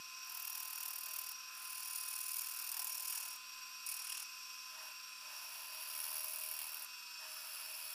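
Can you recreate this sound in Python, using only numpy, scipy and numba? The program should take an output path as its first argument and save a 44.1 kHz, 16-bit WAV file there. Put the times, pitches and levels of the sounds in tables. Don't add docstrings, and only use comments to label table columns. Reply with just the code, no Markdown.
import sys
import numpy as np
from scipy import signal
from scipy.fft import rfft, irfft
from scipy.io import wavfile
from scipy.ndimage import uniform_filter1d
from numba import njit

SR = 44100
rng = np.random.default_rng(int(sys.argv[2]) if len(sys.argv) > 2 else 0)


def to_wav(sig):
    pcm = np.clip(np.atleast_2d(sig), -1, 1) * 32767
    pcm = np.round(pcm).astype(np.int16)
    wavfile.write(sys.argv[1], SR, pcm.T)


N = 350154
T = np.arange(N) / SR

# frequency in Hz, level in dB per Hz before the final filters.
AIR_SPECTRUM = [(20, -62), (45, -97.5), (120, -132), (200, -120), (500, -114), (900, -104), (1500, -97),
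                (1900, -104), (3000, -95.5), (5800, -97), (6700, -105), (8300, -99), (10500, -104),
                (13500, -102), (16000, -107)]
# time in seconds, pitch in Hz, level in dB.
HUM_SLIDE = [(2.55, 365, -105), (2.8, 343, -93), (3.2, 312, -92), (3.65, 296, -98)]

# time in seconds, whine pitch in Hz, whine level in dB,
# change of the overtones in dB.
FAN_COURSE = [(0, 1035, -63, -4), (1, 1031, -62, -3), (3, 1027, -63, 0), (6, 1022, -64, -2),
              (6.9, 1015, -66, -2), (7.05, 982, -71, 2), (7.94, 988, -71, 1)]
# multiple of the whine pitch, level in dB before the change above.
FAN_OVERTONES = [(3.403, -75), (7.39, -72), (9, -71.5)]
# multiple of the whine pitch, width of each of two filters in Hz, level in dB.
FAN_BREATH = (5.465, 60, -58)

DRIVE_PITCHES = [237, 332, 478, 578, 1059, 2495, 2534, 2573, 2706, 2745, 2784, 3913, 4570, 4608, 6153, 7185,
                 14370]
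DRIVE_LEVELS = [-86, -96, -94.5, -90, -76, -73.5, -61.5, -74, -78, -64.5, -78.5, -73.5, -74.5, -71.5, -76.5,
                -76.5, -80.5]
# centre in Hz, width of each of two filters in Hz, middle level in dB.
CASTING_NOISE = [(1356, 507, -63), (2548, 400, -63), (3366, 200, -74.5), (4710, 550, -63), (5450, 960, -58),
                 (7580, 1300, -67.5), (12350, 1700, -65)]
THROB_HZ, THROB_DEPTH = 23.5, 0.22

TURN_HZ = 39.16
# time in seconds, place it enters in turns,
# place it leaves in turns, bite at entry in dB, bite before exit in dB, rubbing out of the cut in dB.
# The dB values are relative to the plateau of the cut.
EDGE_CONTACT = [(0.5, 0.444, 0.82, -10, 4, -12), (0.9, 0.451, 0.792, 2, 1, -14),
                (1.34, 0.446, 0.76, -4, -2, -16), (1.5, 0.33, 0.873, -2, 6, -9),
                (2.25, 0.329, 0.87, 1, 7, -8), (2.65, 0.375, 0.862, 8, 6, -7),
                (2.85, 0.387, 0.825, 9, -3, -11), (3.05, 0.311, 0.809, -10, -6, -13),
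                (3.92, 0.308, 0.796, 7, -7, -12), (4.05, 0.314, 0.711, -10, -7, -14),
                (4.3, 0.314, 0.711, -10, -7, -14), (4.6, 0.02, 0.72, 8, 8, 2), (5.5, 0.02, 0.72, 9, 8, 2),
                (6.2, 0.01, 0.684, 9, 9, -5), (6.8, 0.086, 0.759, 13, 6, -9), (7.2, -0.07, 0.714, 7, 10, 2),
                (7.85, -0.022, 0.681, 5, 6, -5)]
TICK_DB, TICK_TURNS = 3.5, 0.03

# middle pitch in Hz, width in Hz, relative level in dB.
RINGS_EARLY = [(9430, 150, -8), (9690, 130, 3), (10400, 90, -2), (11050, 300, -5), (10600, 3200, -8),
               (12550, 400, -4), (13100, 240, 1), (14650, 420, 1), (14000, 5000, -7)]
# middle pitch in Hz, width in Hz, relative level in dB.
RINGS_LATE = [(10600, 450, 1), (11300, 150, -2), (10900, 2600, -9), (12500, 500, -3), (14380, 300, 1),
              (14900, 700, -3), (14000, 5000, -8)]
RING_CHANGE_S = 4.5
SPLIT_HZ = 11700
# pitch in Hz, width in Hz, level in dB relative to the lower hiss.
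SHANK_RINGS = [(2272, 30, -19), (4290, 30, -16), (4862, 25, -13), (9925, 45, -12)]
# centre in Hz, width in Hz, relative level in dB.
SCRAPE_BANDS = [(5260, 160, 0), (6880, 340, -4), (7120, 250, -4.5), (8600, 2800, -9.5)]
# centre in Hz, width of each of two filters in Hz, relative level in dB.
DRUM_BANDS = [(957, 250, 2.5), (1740, 600, -6), (796, 280, -20)]
CHATTER_HZ, CHATTER_WIDTH_HZ = 2814, 510
REST_HZ, REST_WIDTH_HZ = 623.6, 23
# pitch in Hz, width in Hz, highest gain in dB.
REST_SECOND_RING = (705, 15, -86)

# time in seconds, hiss gain in dB.
PASS_PRESSURE = [
    [(.22, -61), (.33, -50), (.5, -47), (.72, -48), (.85, -46.5), (.98, -48), (1.17, -47), (1.335, -51)],
    [(1.53, -59), (1.65, -50.5), (1.97, -45.5), (2.1, -47), (2.2, -44.5), (2.28, -46), (2.36, -43.5),
     (2.5, -46.5), (2.72, -46), (2.85, -43.5), (3.0, -48), (3.15, -44), (3.3, -49.5), (3.37, -55.5)],
    [(3.858, -50), (3.9, -45), (4.02, -51), (4.13, -49.5), (4.24, -51.5)],
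    [(4.7, -69), (4.87, -58), (4.92, -63)],
    [(5.2, -68), (5.37, -55.5), (5.7, -53), (6.0, -47), (6.55, -45.5), (6.66, -46), (6.76, -48.5),
     (6.82, -48), (6.851, -47.5)],
    [(7.17, -71), (7.3, -54), (7.55, -50), (7.94, -49)],
]
# upper over lower hiss in dB at the start, the same at the end,
# scrape gain over hiss gain in dB at the start, the same at the end.
PASS_COLOUR = [(6, 2, -13.5, -11), (0.5, 1, -13.5, -7), (-4, -4, -11, -4.5), (-4, -2, -14, -10),
               (-1, 2.5, -12, -23), (-4, 0.5, -18, -21)]
# tool rest gain in dB, drumming gain in dB,
# chatter gain in dB.
PASS_TONES = [(-92, -72, -66.5), (-87.5, -73.5, -65.5), (-88, -71.5, -65.5), (-72.5, -72, -67),
              (-76, -70, -63.5), (-74.5, -72, -61.5)]
TONE_ATTACK_S = 0.08
# middle time in seconds, bell spread in seconds,
# scrape rise in dB, drumming rise in dB, chatter rise in dB.
WOOD_CATCHES = [(.55, 0.07, 2.5, 5.5, 4), (.85, 0.05, 0.5, 4, 6), (1.87, 0.05, 1.5, 1, 1),
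                (2.8, 0.074, 0, 12.5, 5.5), (3.15, .08, 1.5, 6.5, 6.5), (4.14, 0.054, 2, -1, 11.5),
                (4.8, .05, .1, 5, 3), (5.85, 0.17, -0.5, 0.8, 5), (6.1, .06, -1, 4, 2),
                (6.62, 0.055, 2, 2.5, 5), (7.22, 0.034, 3, 9.5, .1)]
# middle time in seconds, bell spread in seconds, rise in dB.
REST_SWELLS = [(.85, 0.14, 14.5), (1.1, .1, 15), (3.0, .2, 5), (5.27, .07, 3.5), (5.7, 0.13, 7),
               (6.35, 0.16, 7.5), (7.8, .2, 4)]


def undb(db):
    return 10 ** (np.asarray(db) / 20)


def level(x, db):
    return x * undb(db) / np.sqrt(np.mean(x ** 2))


@njit
def svf(x, hz, width):
    y, b, l = np.empty(len(x)), 0., 0.
    for i in range(len(x)):
        g, k = np.tan(np.pi * hz[i] / SR), width / hz[i]
        v = (b + g * (x[i] - l)) / (1 + g * (g + k))
        b, l, y[i] = 2 * v - b, l + 2 * g * v, k * v
    return y


def band(x, hz, width):
    return svf(x, hz + 0 * T, 1. 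* width)


def body(x, modes, order=1):
    out = 0
    for k, (hz, width, db) in enumerate(modes):
        y = x
        for _ in range(order):
            y = band(y, hz, width)
        out = out + (-1) ** k * undb(db) * y
    return out


def walk(rate):
    hold = int(SR / rate)
    steps = np.repeat(rng.standard_normal(N // hold + 1), hold)
    smooth = uniform_filter1d(uniform_filter1d(steps, hold), hold)
    return 1.283 * smooth[:N]


def noise():
    return rng.standard_normal(N)


def bumps(rows):
    return sum(np.outer(db, np.exp(-.5 * ((T - s) / spread) ** 2)) for s, spread, *db in rows)


def air():
    hz, db = np.transpose(AIR_SPECTRUM)
    f = np.maximum(np.arange(N // 2 + 1) * SR / N, 1)
    shape = undb(np.interp(np.log(f), np.log(hz), db))
    return irfft(rfft(noise()) * shape, N) * np.sqrt(SR / 2)


def slide():
    s, hz, db = np.transpose(HUM_SLIDE)
    loudness = undb(np.interp(T, s, db, -200, -200))
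    angle = 2 * np.pi * np.cumsum(np.interp(T, s, hz)) / SR
    return np.sqrt(2) * loudness * np.sin(angle)


def extractor():
    s, *columns = np.transpose(FAN_COURSE)
    hz, whine_db, overtone_db = (np.interp(T, s, c) for c in columns)
    angle = 2 * np.pi * np.cumsum(hz * (1 + .0007 * walk(11))) / SR
    tones = undb(whine_db + 1.5 * walk(17)) * np.sin(angle)
    for multiple, db in FAN_OVERTONES:
        tones += undb(db + overtone_db + 1.8 * walk(10)) * np.sin(multiple * angle)
    multiple, width, db = FAN_BREATH
    whistle = band(band(noise(), multiple * hz, width), multiple * hz, width)
    return np.sqrt(2) * tones + level(whistle, db)


def lathe():
    throb_hz = THROB_HZ * (1 + 0.031 * walk(2.09))
    throb = 1 + THROB_DEPTH * np.sin(2 * np.pi * np.cumsum(throb_hz) / SR)
    out = 0
    for hz, db in zip(DRIVE_PITCHES, DRIVE_LEVELS):
        loose = min(hz / 2400, 1)
        angle = 2 * np.pi * np.cumsum(hz * (1 + .0006 * walk(15))) / SR
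        loudness = undb(db + 1.5 * loose * walk(12)) * throb ** loose
        out = out + np.sqrt(2) * loudness * np.sin(angle)
    for hz, width, db in CASTING_NOISE:
        rumble = level(band(band(noise(), hz, width), hz, width), db)
        out = out + np.sqrt(throb) * undb(1.6 * walk(6)) * rumble
    return out


def contact():
    s, *columns = np.transpose(EDGE_CONTACT)
    enter, leave, entry_db, exit_db, rub_db = (np.interp(T, s, c) for c in columns)
    turns = (T * TURN_HZ - enter + .1) % 1 - .1
    width = leave - enter
    touching = 1 / (1 + np.exp(-turns / .005)) / (1 + np.exp((turns - width) / .015))
    bite = undb(entry_db) ** 2 * np.exp(-np.maximum(turns, 0) / 0.14)
    tick = undb(TICK_DB) ** 2 * np.exp(-np.maximum(turns, 0) / TICK_TURNS)
    grain = undb(exit_db) ** 2 * np.exp(-.5 * ((turns - width + .12) / .06) ** 2)
    power = touching * (1 + bite * (1 + tick) + grain) + undb(rub_db) ** 2
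    return np.sqrt(power / uniform_filter1d(power, int(SR / TURN_HZ)))


def same_each_turn(keep):
    back = np.zeros(round(SR / TURN_HZ) + 1)
    back[0], back[-1] = 1, -np.clip(keep, 0, .95)
    return irfft(rfft(noise()) / rfft(back, N), N)


def flute(force, modes):
    groups = np.zeros((2, N))
    for hz, width, db in modes:
        centre = hz * (1 + .003 * walk(3))
        swell = undb(db + 1.5 * walk(4))
        groups[int(hz > SPLIT_HZ)] += swell * band(force * noise(), centre, width)
    return np.array([level(group, 0) for group in groups])


def passes():
    gains = 0
    for curve, colour, tones in zip(PASS_PRESSURE, PASS_COLOUR, PASS_TONES):
        s, db = np.transpose(curve)
        hiss_db = np.interp(T, s, db)
        up_db = np.interp(T, s[[0, -1]], colour[:2])
        scrape_db = np.interp(T, s[[0, -1]], colour[2:])
        low_share = 1 / (1 + undb(up_db) ** 2)
        onset = np.clip((T - s[0]) / TONE_ATTACK_S, 0, 1)
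        rows = [undb(hiss_db) * np.sqrt(low_share),
                undb(hiss_db) * np.sqrt(1 - low_share),
                undb(hiss_db + scrape_db)]
        rows += [undb(tone) * onset for tone in tones]
        gains = gains + ((T >= s[0]) & (T <= s[-1])) * np.array(rows)
    gains[[2, 4, 5]] *= undb(bumps(WOOD_CATCHES))
    gains[3] *= undb(bumps(REST_SWELLS)[0])
    return uniform_filter1d(gains, SR // 200)


def room_wash(near):
    t = np.arange(SR // 8) / SR
    wash = rng.standard_normal(len(t)) * np.exp(-np.log(1000) * t / 0.079)
    return undb(-14.0) * signal.fftconvolve(near, wash / np.linalg.norm(wash))[:N]


def gouge():
    force = contact() * undb(0.79 * walk(60) + 1.54 * walk(500))
    tear = force * undb(2.3 * np.minimum(rng.exponential(size=N), 5))
    early, late = flute(tear, RINGS_EARLY), flute(tear, RINGS_LATE)
    low, high = np.where(T < RING_CHANGE_S, early, late)
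    low += sum(level(band(tear * noise(), hz, width), db) for hz, width, db in SHANK_RINGS)
    scrape = level(body(force * noise(), SCRAPE_BANDS), 2.84)
    rest = level(band(same_each_turn(0.84), REST_HZ, REST_WIDTH_HZ), 0.68)
    drum = level(body(force ** 0.51 * same_each_turn(0.43), DRUM_BANDS, order=2), 4.6)
    chatter = level(band(force * noise(), CHATTER_HZ, CHATTER_WIDTH_HZ), -0.29)
    gains = passes()
    near = np.sum(gains * [low, high, scrape, rest, drum, chatter], axis=0)
    hz, width, db = REST_SECOND_RING
    second_ring = level(band(same_each_turn(0.84), hz, width), db)
    near += np.minimum(gains[0] / undb(-62), 1) * second_ring
    return near + room_wash(near)


def scene():
    return (air() + slide() + extractor() + lathe() + gouge())[None]


def record(dry):
    thin = signal.sosfilt(signal.butter(2, 180, "high", fs=SR, output="sos"), dry)
    low_pulse = signal.sosfilt(signal.butter(2, [15, 90], "band", fs=SR, output="sos"), thin ** 2)
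    top_cut = signal.ellip(10, .2, 60, 15430, fs=SR, output="sos")
    return signal.sosfilt(top_cut, thin + undb(-10.5) * low_pulse)


dry = scene()
out = record(dry)
to_wav(out)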